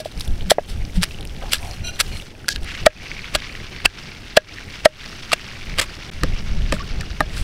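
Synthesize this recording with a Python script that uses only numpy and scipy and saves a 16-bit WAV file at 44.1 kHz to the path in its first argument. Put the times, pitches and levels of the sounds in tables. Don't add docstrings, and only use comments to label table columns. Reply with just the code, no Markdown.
import sys
import numpy as np
from scipy import signal
from scipy.fft import rfft, irfft, next_fast_len
from scipy.io import wavfile
from scipy.ndimage import uniform_filter1d, minimum_filter1d

SR = 44100
rng = np.random.default_rng(int(sys.argv[2]) if len(sys.argv) > 2 else 0)


def invert_db(x):
    u = np.asarray(x, float) / 20
    return 10 ** u


def master(y):
    cut = np.clip(np.atleast_2d(y).T, -1, 1)
    pcm = np.round(cut * 32767)
    wavfile.write(sys.argv[1], SR, pcm.astype(np.int16))


N = 327677
CHILLI_FROM = 2.65
SILENT_FROM, SILENT_TO = 6.102, 6.113

# (frequency [Hz], density [dB per Hz])
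GARLIC_SPECTRUM = [(180, -37), (300, -16), (1040, -9.5), (1610, -2), (2400, -4.5), (4150, -2.5), (5880, -4),
                   (6610, -15.5), (7540, -5), (10900, -9.5), (15900, -23)]
# (frequency [Hz], density [dB per Hz])
LEAF_SPECTRUM = [(530, -30), (900, -10), (1030, -6), (1550, -4), (2210, -3.5), (2390, -4.5), (2750, -1),
                 (3170, -4.5), (4420, -7), (5980, -11), (7390, -23), (10000, -35), (13000, -69),
                 (22000, -120)]
# (time [s], level [dB])
STIRRING = [(0, -48.5), (.23, -43), (.95, -45.5), (1.1, -42), (1.26, -46.5), (1.5, -41.5), (1.73, -41),
            (1.88, -47.5), (2.05, -39.5), (2.21, -41), (2.33, -48.5), (2.6, -47), (2.72, -35.5),
            (2.9, -37.5), (3.1, -37), (4.3, -40), (5.1, -36.5), (6.05, -38), (7.43, -39)]


def evened(x):
    return x / np.sqrt(np.mean(x ** 2) + 1e-20)


def add(mix, s, sound):
    part = mix[max(round(s * SR), 0):][:len(sound)]
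    part += sound[:len(part)]


def coloured(x, points):
    hz, db = np.transpose(points)
    size = next_fast_len(len(x))
    f = np.fft.rfftfreq(size, 1 / SR)
    gain_db = np.interp(np.log(f + 1), np.log(hz + 1), db, right=-90)
    return irfft(rfft(x, size) * invert_db(gain_db), size)[:len(x)]


def resonate(x, hz, width):
    r = np.exp(-np.pi * width / SR)
    return signal.lfilter([1 - r, 0, r - 1], [1, -2 * r * np.cos(2 * np.pi * hz / SR), r * r], x)


def curve(rows, column):
    rows = np.array(rows)
    return np.interp(np.arange(N) / SR, rows[:, 0], rows[:, column])


def lumpy(size, length, depth_db):
    width = max(int(length * SR), 1)
    slow = uniform_filter1d(uniform_filter1d(rng.standard_normal(size), width), width)
    return invert_db(depth_db * evened(slow))


def mode(hz, db, t60):
    t = np.arange(SR // 8) / SR
    return invert_db(db - 60 * t / t60) * np.sin(2 * np.pi * hz * t)


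def random_hits(per_s, spread_db):
    hit = rng.random(N) < per_s / SR
    strength = invert_db(spread_db * np.minimum(rng.exponential(1, N), 4))
    return hit * strength * rng.choice([-1, 1], N)


def buffeting_db():
    # (time [s], level [dB])
    breeze = [(0, -47), (.2, -38.5), (1.2, -31), (1.7, -30), (2.3, -40), (3.1, -36), (4.4, -42.5),
              (5.6, -38), (6.05, -37.5), (6.25, -26), (7.43, -27.5)]
    # (peak time [s], peak level [dB], length [s])
    gusts = [(0.182, -26.5, 0.095), (0.311, -17.5, 0.13), (0.444, -24, .2), (0.783, -25, 0.21),
             (0.984, -17.5, .09), (1.82, -25, 0.11), (2.123, -26.5, 0.19), (2.61, -26.5, 0.17),
             (2.842, -26.5, .14), (3.357, -29, .07), (3.863, -22.5, 0.05), (5.734, -28, 0.23),
             (6.291, -20.5, 0.13), (6.606, -19, 0.34), (6.97, -22.5, 0.094), (7.43, -22.5, 0.15)]
    t = np.arange(N) / SR
    pressure = invert_db(curve(breeze, 1))
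    for s, db, length in gusts:
        pressure += invert_db(db) * np.exp(-8 * ((t - s) / length) ** 2)
    return 20 * np.log10(pressure)


def wind():
    # (frequency [Hz], density [dB per Hz])
    buffet_spectrum = [(5.9, -7.5), (10, 1), (28, -1), (91, -11), (113, -18.5), (188, -20.5), (250, -30.5),
                       (320, -60), (550, -120)]
    # (frequency [Hz], density [dB per Hz])
    roar_spectrum = [(47, -23), (80, -6.5), (285, -16.5), (404, -18), (480, -22), (845, -25.5),
                     (1200, -47.5), (1560, -40), (2640, -120)]
    calm_db = -34
    buffet = coloured(rng.standard_normal(N), buffet_spectrum)
    buffet /= uniform_filter1d(buffet ** 2, round(.09 * SR)) ** 0.13
    roar = evened(coloured(rng.standard_normal(N), roar_spectrum) * lumpy(N, 0.014, 1.7))
    level_db = buffeting_db()
    roar_db = -40 + 0.24 * (level_db - calm_db)
    return invert_db(level_db) * evened(buffet) + invert_db(roar_db) * roar


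def rustle():
    # (frequency [Hz], length [cycles], level [dB])
    stalks = [(1480, 4.7, -4.5), (2000, 5.9, -2), (2270, 12.6, -1), (2800, 7, -2), (3480, 8.4, -4.5),
              (4500, 10, -4), (5270, 9.6, -4.5)]
    # (frequency [Hz], density [dB per Hz])
    air_spectrum = [(4500, -17.5), (5800, -9.5), (6600, -14.5), (9000, -15.5), (13500, -23.5), (15700, -26),
                    (16200, -50)]
    grains = np.zeros(N)
    for hz, cycles, db in stalks:
        t = np.arange(round(cycles * SR / hz))
        grain = np.hanning(len(t)) * np.sin(2 * np.pi * hz * t / SR)
        grains += invert_db(db) * signal.oaconvolve(random_hits(70, 3.65), grain / np.linalg.norm(grain))[:N]
    hiss = coloured(rng.standard_normal(N) * lumpy(N, 0.0019, 2.33), LEAF_SPECTRUM)
    stir_db = curve(STIRRING, 1)
    near = invert_db(stir_db) * (0.5 * evened(grains) + 0.73 * evened(hiss)) * lumpy(N, 0.012, 1.8)
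    rest_db = STIRRING[0][1]
    skin_db = -10 + 1.44 * (stir_db - rest_db) + rest_db
    air_db = np.where(np.arange(N) < CHILLI_FROM * SR, skin_db, -16 + stir_db)
    air = evened(coloured(rng.standard_normal(N) * lumpy(N, .003, 2.1), air_spectrum))
    return near + invert_db(air_db) * air


def rolling_pods():
    hits = random_hits(150, 4.5)
    pod = rng.integers(-1, 3, N)
    ring = np.zeros(N)
    for k in range(-1, 3):
        hz = 2230 * (1 + .12 * k)
        ring += invert_db(-4.0 * abs(k)) * resonate(resonate(hits * (pod == k), hz, 160), hz, 900)
    t = np.arange(N) / SR
    fade_db = 3.5 * (t - CHILLI_FROM)
    present = (t > CHILLI_FROM) & (t < SILENT_FROM)
    return invert_db(curve(STIRRING, 1) - 6 - fade_db) * evened(ring) * present


def rubs():
    # (start [s], length [s], frequency [Hz], width [Hz], rms level [dB])
    short_rubs = [(0.966, 0.064, 173, 13, -16), (.45, 0.067, 181.4, 14, -29), (2.49, .05, 4200, 3500, -27),
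                  (2.12, .1, 9000, 5000, -48), (1.56, .2, 9000, 5000, -51), (.15, .14, 9000, 5000, -51),
                  (0.802, 0.031, 2050, 630, -43), (1.412, .04, 590, 680, -33),
                  (1.426, 0.085, 780, 240, -39.5), (1.576, 0.18, 710, 300, -40),
                  (1.625, 0.14, 745, 22, -42), (1.6, .07, 1000, 60, -47), (1.657, 0.11, 4270, 75, -47),
                  (2.093, .12, 4230, 90, -45), (2.045, 0.13, 2900, 60, -45), (2.1, .09, 2400, 70, -45),
                  (2.535, .03, 3500, 4000, -40), (3.856, 0.005, 2710, 460, -6),
                  (4.371, .011, 1650, 120, -3), (7.33, .12, 9000, 5000, -47),
                  (2.657, 0.076, 2000, 2450, -32), (6.786, 0.043, 1125, 81, -35),
                  (6.825, .012, 1460, 200, -36)]
    out = np.zeros(N)
    for s, length, hz, width, db in short_rubs:
        noise = rng.standard_normal(SR // 2) * lumpy(SR // 2, .002, 3.0)
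        tone = resonate(resonate(noise, hz, width), hz, width)[-round(length * SR):]
        add(out, s, invert_db(db) * evened(tone) * signal.windows.tukey(len(tone), .7))
    return out


def metal_scrape():
    # (start [s], length [s], rms level [dB])
    drags = [
        (1.825, 0.099, -28.5),
        (1.91, .075, -40),
    ]
    # (frequency [Hz], width [Hz], level [dB])
    metal_modes = [(651, 44, -9), (1440, 31, -6), (2450, 36, -7), (2790, 24, 0), (3160, 56, -12),
                   (4020, 40, -1), (4250, 31, -7), (5880, 36, -1), (7430, 33, -15), (9240, 36, -19),
                   (11100, 33, -26), (13200, 43, -29)]
    out = np.zeros(N)
    for s, length, db in drags:
        slips = rng.standard_normal(SR // 2) * lumpy(SR // 2, 0.005, 2.2)
        lines = np.zeros(SR // 2)
        for hz, width, line_db in metal_modes:
            line = resonate(resonate(slips, hz, .9 * width), hz, 22 * width)
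            lines += invert_db(line_db) * np.sqrt(width) * evened(line)
        lines = evened(lines) + 0.3 * evened(coloured(slips, GARLIC_SPECTRUM))
        lines = lines[-round(length * SR):]
        add(out, s, invert_db(db) * evened(lines) * signal.windows.tukey(len(lines), .85))
    return out


def settling_bits():
    # (start [s], length [s], least peak level [dB], frequency [Hz], papery top [dB below the peak])
    flurries = [
        (.07, .23, -33, 3300, -11),
        (.4, .08, -30, 3000, -25),
        (1.08, .3, -37, 2900, -19),
        (1.56, .26, -35, 2900, -12),
        (2.04, .32, -34, 3100, -9),
        (2.64, .14, -33, 2400, -19),
        (3.38, .25, -31, 2300, -31),
        (6.75, .06, -33, 2400, -19),
    ]
    slot, chance, detune = 1000, .095, .3
    rows = []
    for start, length, db, hz, top_db in flurries:
        when, size, tune = rng.random((round(length * SR / slot), 3)).T
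        for k in np.flatnonzero(when < chance):
            peak_db = db - 3.2 * np.log(size[k] + .02)
            rows.append((start + k * slot / SR, peak_db, hz * (1 + detune * (2 * tune[k] - 1)), top_db))
    return rows


def snaps():
    # (time [s], peak level [dB], frequency [Hz], papery top [dB below the peak])
    clear_snaps = [(.176, -27, 4830, -9), (.1972, -22, 4370, 0.5), (.2073, -15.5, 3700, -5),
                   (.2115, -16, 4750, -26), (.25, -26, 6000, -5), (.2772, -25.5, 3150, -2),
                   (.409, -22, 2770, -31), (.851, -26.5, 4260, -31), (1.1865, -27, 2540, -22),
                   (1.0537, -27, 2100, -15), (1.1094, -24.5, 2730, -22), (1.145, -28, 2830, -30),
                   (1.2087, -23.5, 3670, -7), (1.2275, -26, 3080, -12), (1.2516, -28, 2800, -1),
                   (1.273, -27, 5180, -6), (1.629, -23, 2450, -24), (1.711, -20, 4970, -26),
                   (2.1985, -24, 2870, -17), (2.444, -29, 1500, -25), (2.6318, -29, 2920, -5),
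                   (2.6444, -29, 3490, -1), (2.079, -32, 2780, -3), (3.1154, -22, 2220, -33),
                   (3.243, -19.5, 2190, -35), (3.444, -22, 2200, -32), (3.5515, -19, 2170, -33),
                   (4.5842, -21.5, 1920, -31), (5.7397, -22, 2280, -30), (6.786, -26, 2370, -21)]
    out, t = np.zeros(N), np.arange(400) / SR
    for s, db, hz, top_db in list(clear_snaps) + settling_bits():
        puff = rng.standard_normal(len(t)) * np.exp(-t / 0.0011) * (1 - np.exp(-t / 0.00012))
        pitch = evened(resonate(resonate(puff, hz, 0.4 * hz), hz, 0.4 * hz))
        snap = pitch + 0.42 * evened(coloured(puff, LEAF_SPECTRUM))
        top = resonate(resonate(puff, 9200, 4500), 9200, 4500)
        add(out, s, invert_db(db + 0.5) * (snap / abs(snap).max() + invert_db(top_db) * top / abs(top).max()))
    return out


def taps():
    # (time [s], peak level [dB], frequency [Hz])
    garlic_bits = [(0.7736, -32, 2900), (0.8644, -35, 2940), (0.8974, -29, 2270), (1.2952, -27, 2490),
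                   (1.3486, -31, 2250), (1.365, -26, 2930), (1.4129, -26, 2240), (1.4279, -26, 2470),
                   (1.4644, -32, 2630), (1.5832, -24, 4720), (1.657, -26, 2350), (1.7423, -30, 2710),
                   (1.7712, -27, 2470), (1.7932, -34, 2220), (1.8087, -29, 2590), (1.8824, -20, 2800),
                   (1.9583, -25, 3980), (2.1259, -27, 4220), (2.1694, -24, 3330), (2.2217, -26, 2800),
                   (2.2681, -30, 4440), (2.3055, -33, 3220), (2.3509, -33, 2250)]
    # (time [s], peak level [dB], frequency [Hz])
    pod_taps = [(2.6631, -24, 1800), (2.6856, -20, 1770), (2.7025, -20, 2660), (2.7174, -19, 2220),
                (2.7501, -19, 2160), (2.7756, -22, 2900), (2.8058, -24, 2940), (2.9989, -24, 1920),
                (3.0228, -27, 2800), (3.0634, -23, 1880), (3.4015, -21, 3210), (3.4206, -21, 2250),
                (3.4932, -24, 2220), (3.6015, -20, 2400), (3.7626, -24, 2210), (3.8015, -23, 1910),
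                (3.9737, -25, 2230), (4.0859, -25, 2290), (4.6865, -26, 1980), (5.0168, -23, 2200),
                (5.0427, -25, 1780), (5.0602, -22, 4700), (5.1919, -25, 2210), (5.2338, -24, 2920),
                (5.3849, -26, 2200), (5.4206, -24, 2690), (5.4663, -24, 3040), (5.4872, -23, 2290),
                (5.5142, -24, 1750), (5.5605, -28, 2180), (5.6106, -24, 2660), (5.6698, -23, 2150),
                (5.7187, -21, 2310), (5.9522, -25, 4790), (6.336, -26, 2530), (6.6199, -25, 2800),
                (6.765, -22, 1320), (6.7934, -23, 1480), (7.0319, -25, 1290), (7.0618, -24, 2760),
                (7.1117, -26, 3310), (7.1302, -25, 2020), (7.1671, -26, 2420), (7.2649, -24, 3010),
                (7.2953, -25, 3010), (7.3716, -21, 1460)]
    out, t = np.zeros(N), np.arange(600) / SR
    for s, db, hz in garlic_bits + pod_taps:
        contact = rng.standard_normal(len(t)) * np.exp(-t / .0013)
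        tap = resonate(resonate(contact, hz, .3 * hz), hz, .6 * hz)
        add(out, s, invert_db(db - 2.5) * tap / abs(tap).max())
    return out


def pops():
    # (time [s], peak level [dB], frequency [Hz], t60 [s])
    woody_pops = [(3.8505, -20, 2000, .03), (3.852, -18, 720, .03), (3.8572, -3, 2700, .02),
                  (3.859, -11, 1750, .02), (5.3175, -11, 1240, .02), (5.3225, -16, 4500, .02),
                  (5.330, -5, 2750, .025), (5.332, -12, 1900, .02), (5.331, -15, 680, .03),
                  (2.505, -29, 1600, .04), (2.522, -29, 1680, .04), (2.4825, -14, 1450, .02),
                  (1.034, -16, 2900, .03), (6.2325, -22, 1350, .03), (6.236, -20, 270, .03),
                  (6.2405, -19, 520, .035), (6.25, -22, 170, .07), (6.727, -15, 560, .04),
                  (6.736, -24, 1800, .03), (6.738, -20, 200, .06), (6.741, -28, 600, .03),
                  (7.2065, -11, 800, .025), (7.222, -27, 620, .06), (5.7925, -17, 1950, .03),
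                  (3.861, -20, 1600, .05), (7.009, -25, 1810, .03)]
    out = np.zeros(N)
    swell = 1 - np.exp(-np.arange(SR // 8) / SR / .0012)
    for s, db, hz, t60 in woody_pops:
        add(out, s, swell * mode(hz, db + 4.0, t60))
    return out


def cracks():
    # (time [s], peak level [dB], frequency [Hz])
    skin_cracks = [(1.0152, -17, 3500), (1.0213, -18, 4300), (1.026, -15, 5000), (1.055, -27, 5000),
                   (1.508, -27, 2900), (1.5218, -14, 2100), (1.528, -11, 8500), (1.5313, -6, 3300),
                   (2.4888, -5, 4300), (2.508, -17, 4800), (2.547, -27, 3500), (2.5605, -8, 3600),
                   (2.564, -24, 3500), (.5065, -7, 4500), (4.3705, -4, 3300), (4.372, 0, 3400),
                   (1.5335, -9, 10500), (1.5352, -7, 9500), (1.5425, -18, 9000), (5.7975, -8, 4800),
                   (5.7995, -7, 4200), (5.773, -26, 3200), (5.832, -27, 2500), (.532, -27, 3000),
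                   (.611, -33, 2200)]
    out, t = np.zeros(N), np.arange(-100, 100) / SR
    for s, db, hz in skin_cracks:
        bell = np.exp(-(t * hz / .9) ** 2 * (1 + 3.0 * (t < 0)))
        add(out, s + t[0], invert_db(db) * bell * np.sin(2 * np.pi * hz * t))
    return out


def bowl(ring, upper_db):
    # (frequency [Hz], level [dB], t60 [s])
    bowl_modes = [(626.4, 6, 0.028), (616, -31.5, 0.16), (1316, -5, 0.027), (1570, -6.5, 0.023),
                  (1872, -7.5, 0.031), (3000, -43, .03), (517, -16, 0.052), (753, -2, 0.015)]
    return sum(mode(hz, db + upper_db * (hz > 700), t60 * ring) for hz, db, t60 in bowl_modes)


def crunches():
    # (peak time [s], rms level [dB], rise [ms], fall [ms])
    garlic_bursts = [(.002, -31.5, 3.3, 11), (.050, -37, 3.7, 31), (.500, -16, 1.5, 2.5),
                     (.509, -4, 4.2, 2.7), (.514, -14.5, 1.7, 9.2), (0.696, -37, 15, 35),
                     (.962, -34.5, 14, 22), (1.027, -21, 6.2, 2.3), (1.0319, -5, .22, 1.3),
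                     (1.0385, -13, 5, 4.6), (1.524, -20, 5.4, 5), (1.5345, -7.5, 2.5, 2.2),
                     (1.543, -20, 3, 19), (1.993, -23, .83, 3.9), (2.005, -9.5, 5.7, 1.1),
                     (2.009, -10, 2.9, 4.5), (2.484, -14, 0.51, 1.9), (2.489, -9, 1.4, 1.6),
                     (2.561, -24, 0.35, 2.5)]
    # (peak time [s], rms level [dB], rise [ms], fall [ms])
    chilli_bursts = [(2.862, -16, 1.1, 1.5), (2.865, -5.5, 2.9, 3.7), (3.343, -24, 2.3, 1.8),
                     (3.351, -9.5, 1.6, 2.2), (3.355, -12, 2.6, 4.3), (3.856, -10, 3.7, 3.7),
                     (3.8585, -3, 0.64, 1.95), (4.372, -3, 2.4, 3.6), (4.856, -6.5, 3.5, 4.5),
                     (5.319, -16, .6, 3.1), (5.333, -8, 3.8, 3.9), (5.785, -16, .5, 7), (5.798, -11, 9, 5),
                     (5.814, -17, .8, 14), (6.235, -14, .4, 1.6), (6.724, -16, 1.3, 3.9),
                     (6.740, -31, 4.6, 19), (7.009, -23, 0.25, 2.9), (7.206, -18, 0.69, 3.9),
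                     (7.381, -33.5, 50, 50)]
    # (frequency [Hz], density [dB per Hz])
    chilli_spectrum = [(180, -31.5), (300, -21), (655, -11), (1130, -5), (2240, -6.5), (2650, -6),
                       (3750, -4.5), (4980, -4), (6280, -14), (7800, -8.5), (15900, -28.5)]
    out, size = np.zeros(N + SR), round(.3 * SR)
    t = (np.arange(size) / SR - .1) * 1000
    ring = bowl(0.68, -12.0)
    dull_filter = signal.butter(2, 3200, fs=SR)
    # its bursts, spectrum, colour in Hz, and dB of it that reaches the bowl
    foods = [(garlic_bursts, GARLIC_SPECTRUM, 3300, -26), (chilli_bursts, chilli_spectrum, 2450, -16)]
    for rows, spectrum, hz, bowl_db in foods:
        for s, db, rise, fall in rows:
            bursts = rng.standard_normal(size) * lumpy(size, 0.00031, 3.46)
            shape = np.exp(np.where(t < 0, t / rise, -t / fall))
            shape += invert_db(-24) * (t < 0) * np.exp(-abs(t) / 7)
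            wide = evened(coloured(bursts, spectrum))
            body = wide + 0.51 * evened(resonate(wide, hz, .5 * hz))
            dull = signal.lfilter(*dull_filter, body)
            crush = dull * shape + (body - dull) * shape ** 1.3
            push = bursts / np.std(bursts) * shape
            shaken = signal.fftconvolve(push, ring / np.linalg.norm(ring))[:size]
            both = crush / np.linalg.norm(crush) + invert_db(bowl_db) * shaken / np.linalg.norm(shaken)
            add(out, s + .4, invert_db(db) * np.linalg.norm(shape) * both)
    return out[SR // 2:][:N]


def soft_start():
    return 1 - np.exp(-np.arange(SR // 8) / SR / 0.0015)


def knocks():
    # (time [s], peak level [dB], ring length [factor], upper modes [dB], pestle ring [dB])
    bowl_hits = [(.001, -26, 2.3, -25, -10), (.057, -14.5, 0.77, -25, -30), (.5156, 10.1, 0.5, -9.5, -38),
                 (.584, 7.5, .36, -6.5, -30), (.591, -8.5, .64, -25, -22), (1.532, -36, .5, -3, 16),
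                 (2.482, -29, .7, 2, 15), (2.560, -41, .5, -3, 10), (2.866, 12, 0.89, -2, -28),
                 (3.353, -12, 0.68, 3, -11), (4.3724, 10, 0.8, -8.5, -24), (4.857, 12, 1.03, -3.5, -42),
                 (5.331, -12, 0.68, -4, -14), (5.787, -22, .7, 3, -7), (2.004, -26, .7, -6, 3),
                 (3.853, -13, .45, 6, -6)]
    out = np.zeros(N)
    thud = mode(214, -29, 0.023)
    for s, db, ring, upper_db, pestle_db in bowl_hits:
        pestle = mode(1647, pestle_db, 0.075) + invert_db(pestle_db) * mode(2595, -11, .06)
        add(out, s, invert_db(db) * soft_start() * (bowl(ring, upper_db) + pestle + thud))
    return out


def knocks_beside():
    # (time [s], peak level [dB], ring length [factor], upper modes [dB], ground [dB])
    side_hits = [
        (6.234, -20, .7, 12, 11),
        (6.240, -18, .7, -15, 7),
        (6.7235, -19, .9, 9, 7),
        (6.727, -9, .75, -15, -5),
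        (7.2055, -6, 1.05, 3, -4),
    ]
    # (frequency [Hz], level [dB], t60 [s])
    side_modes = [(622, -17, .09), (640, -2.5, .028), (850, -3, .016), (1225, -1.5, .028), (1640, -15, .07),
                  (1790, -.5, .022), (440, -5, .022), (290, -2.5, .035), (156, -8, .11)]
    out = np.zeros(N)
    for s, db, ring, upper_db, ground_db in side_hits:
        modes = np.zeros(SR // 8)
        for hz, mode_db, t60 in side_modes:
            modes += mode(hz, mode_db + upper_db * (hz > 900) + ground_db * (hz < 450), t60 * ring)
        add(out, s, invert_db(db) * np.sqrt(soft_start()) * modes)
    return out


def scene():
    background = wind() + rustle() + rolling_pods() + rubs() + metal_scrape()
    bits = snaps() + taps() + pops() + cracks()
    blows = crunches() + knocks() + knocks_beside()
    return (background + bits + blows)[None]


def top_cut(x):
    return signal.sosfilt(signal.butter(12, 16090, fs=SR, output="sos"), x)


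def record(dry):
    power_db = 10 * np.log10(signal.lfilter([.006], [1, -.994], dry[0] ** 2) + 1e-12)
    hold = round(.06 * SR)
    padded_db = np.r_[np.full(hold, -99.), power_db]
    held_db = -minimum_filter1d(-padded_db, hold, origin=(hold - 1) // 2)[hold:]
    t = np.arange(N) / SR
    fall = t * 160.0
    over_db = np.maximum(np.maximum.accumulate(held_db + fall) - fall + 12.0, 0)
    ducked = dry / invert_db(0.56 * signal.lfilter([.005], [1, -.995], over_db))
    gate = np.clip(np.maximum(SILENT_FROM - t, t - SILENT_TO) / 0.00073, .002, 1)
    return top_cut(np.clip(ducked, -1, 1) * gate)


dry = scene()
out = record(dry)
master(out)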